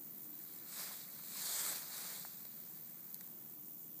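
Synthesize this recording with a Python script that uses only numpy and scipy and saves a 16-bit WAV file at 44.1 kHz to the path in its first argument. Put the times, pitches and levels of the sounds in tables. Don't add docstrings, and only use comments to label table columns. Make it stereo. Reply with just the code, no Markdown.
import sys
import numpy as np
from scipy import signal
from scipy.fft import rfft, irfft
from scipy.io import wavfile
from scipy.ndimage import uniform_filter1d

SR = 44100
rng = np.random.default_rng(int(sys.argv[2]) if len(sys.argv) > 2 else 0)


def master(y):
    cut = np.clip(np.atleast_2d(y).T, -1, 1)
    pcm = np.round(cut * 32767)
    wavfile.write(sys.argv[1], SR, pcm.astype(np.int16))


N = 176400

# f/Hz, level/dB
AIR_SPECTRUM = [(20, -37), (50, -36), (70, -21.5), (105, -16.5), (135, -4), (170, 1.5), (215, -0.5),
                (255, -7), (320, -7.5), (400, -13.5), (600, -15.5), (1000, -18.5), (2000, -26),
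                (3000, -25.5), (4300, -24), (8000, -28), (16000, -22.5)]
# f/Hz, level/dB
DRONE_SPECTRUM = [(100, -41), (230, -11.5), (295, 4.5), (345, 0.5), (420, -11.5), (900, -36)]
# t/s, level/dB
DRONE_ENVELOPE = [(0, -67.5), (.6, -69), (1.0, -79.5), (3.2, -76), (3.65, -70.5), (4, -73)]
# stroke rate/Hz, level/dB, carrier/Hz
CRICKETS = [(81.6, -54.5, 14550), (70.2, -63, 15600), (77.9, -69.5, 14500)]
# f/Hz, level/dB
CHORUS_SPECTRUM = [(3000, -56), (6000, -20), (8000, -16), (9800, -21.5), (11000, -14.5), (12300, -8),
                   (14000, -5), (15200, 4), (16000, -9.5)]
# f/Hz, level/dB
CHIRP_SPECTRUM = [(3000, -41), (5500, -15.5), (6800, -5), (8500, -5.5), (10000, -7.5), (14000, -12)]
# t/s, level/dB
CHIRP_ENVELOPE = [(0, -67.5), (.26, -66), (.34, -67), (2.5, -70), (4, -69)]
# t/s, level/dB
RUB_ENVELOPE = [(0, -76), (.3, -69), (.5, -62), (.66, -62.5), (.72, -52), (.8, -46), (.9, -50), (1.0, -54),
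                (1.1, -60), (1.19, -58.5), (1.3, -52.5), (1.42, -44), (1.52, -39.5), (1.58, -40.5),
                (1.63, -40.5), (1.7, -40.5), (1.78, -46.5), (1.86, -54.5), (1.94, -49), (2.1, -47.5),
                (2.22, -53), (2.34, -59), (2.5, -63.5), (3.0, -69), (3.25, -67), (3.5, -87), (4, -95)]
# f/Hz, level/dB
LIGHT_SPECTRUM = [(300, -58), (1800, -18.5), (2400, -8), (3000, -14.5), (3450, -5.5), (4000, 0.5),
                  (4700, 0.5), (5500, -5), (6300, -3), (7200, 0), (8300, 2), (9700, -4.5), (11300, -3.5),
                  (13500, 1.5), (15500, -24)]
# f/Hz, level/dB
HARD_SPECTRUM = [(300, -35), (1800, -11), (2400, -23), (2850, -18.5), (3300, -7.5), (3900, -4),
                 (4500, -2.5), (5500, -9.5), (6500, -4.5), (7600, 1.5), (8400, 1), (9700, -7),
                 (11300, -8.5), (13500, 0), (15500, -10.5)]
# t/s, level/dB
SCRAPE_ENVELOPE = [(0, -77.5), (.5, -71.5), (.67, -69), (.77, -58), (.88, -56.5), (.97, -63.5), (1.1, -69),
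                   (1.28, -65.5), (1.5, -55), (1.68, -51.5), (1.86, -62.5), (1.94, -58.5), (2.12, -58),
                   (2.3, -69), (2.6, -73.5), (3.25, -74), (3.6, -83), (4, -92)]
# f/Hz, level/dB
BODY_SPECTRUM = [(60, -36), (150, -14.5), (300, -7), (500, -3), (800, -2), (1250, -1), (1700, -0.5),
                 (2250, -2), (2850, -15.5), (4000, -11), (9000, -50)]
# t/s, level/dB, f/Hz, T60/s
KNOCKS = [(.884, -56, 890, .015), (.911, -45.5, 1050, 0.053), (1.081, -50.5, 2060, .015),
          (1.195, -52, 1260, 0.027), (1.357, -48, 1090, 0.028), (1.651, -45, 1440, 0.022),
          (1.663, -37.5, 1240, 0.03), (2.250, -37.5, 800, 0.011), (2.452, -49.5, 600, .014),
          (3.210, -43, 1990, 0.011)]
# t/s, level/dB, crumble decay/s, tilt/(dB/octave)
TICKS = [(1.4115, -33, 0.0015, -7), (1.652, -26, 0.0034, -2), (1.664, -23, 0.0018, 0),
         (2.1015, -32, .002, 4), (2.197, -32, .001, 4), (2.4526, -35, 0.0025, -3),
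         (3.1447, -23.5, 0.00055, 2), (3.210, -32, 0.00083, -1)]
# f/Hz, level/dB
TICK_SPECTRUM = [(300, -30), (1000, -23), (2000, -5), (2950, -13), (4200, 7.5), (5700, -1), (8200, 8),
                 (10500, 1.5), (13300, 14), (15000, -27), (16000, -35)]


def amp(db):
    return 10 ** (np.asarray(db) / 20)


def unit(x):
    return x / np.sqrt(np.mean(x ** 2) + 1e-20)


def curve(points):
    return np.interp(np.arange(N) / SR, *np.transpose(points))


def colour(x, spectrum, tilt_db_per_oct=0):
    octave = np.log2(np.fft.rfftfreq(len(x), 1 / SR) + 1)
    f_hz, level_db = np.transpose(spectrum)
    shape_db = np.interp(octave, np.log2(f_hz), level_db)
    tilt_db = tilt_db_per_oct * np.maximum(octave, np.log2(f_hz[0]))
    return unit(irfft(rfft(x) * amp(shape_db + tilt_db), len(x)))


def drift(rate_hz):
    f_hz = np.fft.rfftfreq(N, 1 / SR)
    return unit(irfft(rfft(rng.standard_normal(N)) / (1 + (f_hz / rate_hz) ** 2) ** 2, N))


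def add(mix, start_s, sound):
    part = mix[max(round(start_s * SR), 0):][:len(sound)]
    part += sound[:len(part)]


def slips(per_s, spread_db):
    size = amp(spread_db * np.minimum(rng.exponential(1, N), 4))
    return unit(size * rng.choice([-1., 1.], N) * (rng.random(N) < per_s / SR))


def patchy(x, depth_db):
    bins = signal.stft(x, nperseg=512)[2]
    patches = uniform_filter1d(rng.standard_normal(bins.shape), size=8, axis=0)
    patches = unit(uniform_filter1d(patches, size=10, axis=1))
    return unit(signal.istft(bins * amp(depth_db * patches), nperseg=512)[1][:N])


def air(rumble_db=-63):
    rumble = amp(rumble_db + .5 * drift(rate_hz=3.5)) * colour(rng.standard_normal(N), AIR_SPECTRUM)
    drone = amp(curve(DRONE_ENVELOPE)) * colour(rng.standard_normal(N), DRONE_SPECTRUM)
    return rumble + drone


def crickets(stroke_sigma_cycles=0.091, backstroke_db=-4.5, half_width_hz=1500):
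    out, f_hz = np.zeros(N), np.fft.rfftfreq(N, 1 / SR)
    for rate_hz, level_db, carrier_hz in CRICKETS:
        cycles = np.cumsum(rate_hz * (1 + 0.0061 * drift(rate_hz=3.3))) / SR + rng.random()
        stroke = np.exp(-.5 * ((cycles % 1 - .25) / stroke_sigma_cycles) ** 2)
        back = amp(backstroke_db) * np.exp(-.5 * ((cycles % 1 - .53) / stroke_sigma_cycles) ** 2)
        resonance = 1 / (1 + ((f_hz - carrier_hz) / half_width_hz) ** 2)
        wing = unit(irfft(rfft(rng.standard_normal(N)) * resonance, N))
        flicker_db = drift(rate_hz=60) + drift(rate_hz=2)
        out += amp(level_db) * unit(wing * (stroke + back) * amp(flicker_db))
    return out


def insect_chorus(level_db=-52.5):
    return amp(level_db) * colour(slips(per_s=9000, spread_db=1.0), CHORUS_SPECTRUM)


def grasshopper(chirp_hz=5.6, first_chirp_s=.055):
    cycles = np.cumsum(chirp_hz * (1 + 0.052 * drift(rate_hz=3.3))) / SR - chirp_hz * first_chirp_s
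    pulses = 0.18 + np.cos(np.pi * cycles) ** 2
    rasp = colour(slips(per_s=3400, spread_db=6.0), CHIRP_SPECTRUM)
    return amp(curve(CHIRP_ENVELOPE)) * unit(rasp * pulses)


def leaves(light_db=-46.5, hard_db=-39):
    rub_db = curve(RUB_ENVELOPE)
    press = np.clip((rub_db - light_db) / (hard_db - light_db), 0, 1)
    fine = patchy(slips(per_s=16000, spread_db=2.5), depth_db=1.3)
    hiss = (1 - press) * colour(fine, LIGHT_SPECTRUM) + press * colour(fine, HARD_SPECTRUM)
    coarse = patchy(slips(per_s=4000, spread_db=2.0), depth_db=1.0)
    scrape = amp(curve(SCRAPE_ENVELOPE)) * colour(coarse, BODY_SPECTRUM)
    flicker_db = 0.77 * drift(rate_hz=55)
    return (amp(rub_db) * hiss + scrape) * amp(flicker_db)


def stalks(crumble_gain=0.25, lead_samples=64, low_cut_hz=375):
    out, t_s = np.zeros(N), np.arange(SR // 10) / SR
    for start_s, level_db, f_hz, t60_s in KNOCKS:
        ring = 0.8 * np.sin(2 * np.pi * f_hz * t_s)
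        thud = 0.33 * colour(rng.standard_normal(len(t_s)), BODY_SPECTRUM)
        add(out, start_s, amp(level_db - 60 * t_s / t60_s) * (ring + thud))
    for start_s, level_db, decay_s, tilt_db_per_oct in TICKS:
        fracture = t_s == 0
        crumble = crumble_gain * rng.choice([-1., 1.], len(t_s)) * np.exp(-t_s / decay_s)
        burst = np.roll(fracture + crumble, lead_samples)
        tick = colour(burst, TICK_SPECTRUM, tilt_db_per_oct) / np.sqrt(len(t_s))
        add(out, start_s - lead_samples / SR, 1.87 * amp(level_db) * tick)
    return signal.sosfilt(signal.butter(3, low_cut_hz, "highpass", fs=SR, output="sos"), out)


def scene():
    mono = air() + crickets() + insect_chorus() + grasshopper() + leaves() + stalks()
    return np.tile(mono, (2, 1))


def record(dry):
    edge_hz = 15380
    lowpass = signal.firwin(701, edge_hz, window=("kaiser", 8), fs=SR)
    return signal.oaconvolve(dry, lowpass[None], "same")


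dry = scene()
out = record(dry)
master(out)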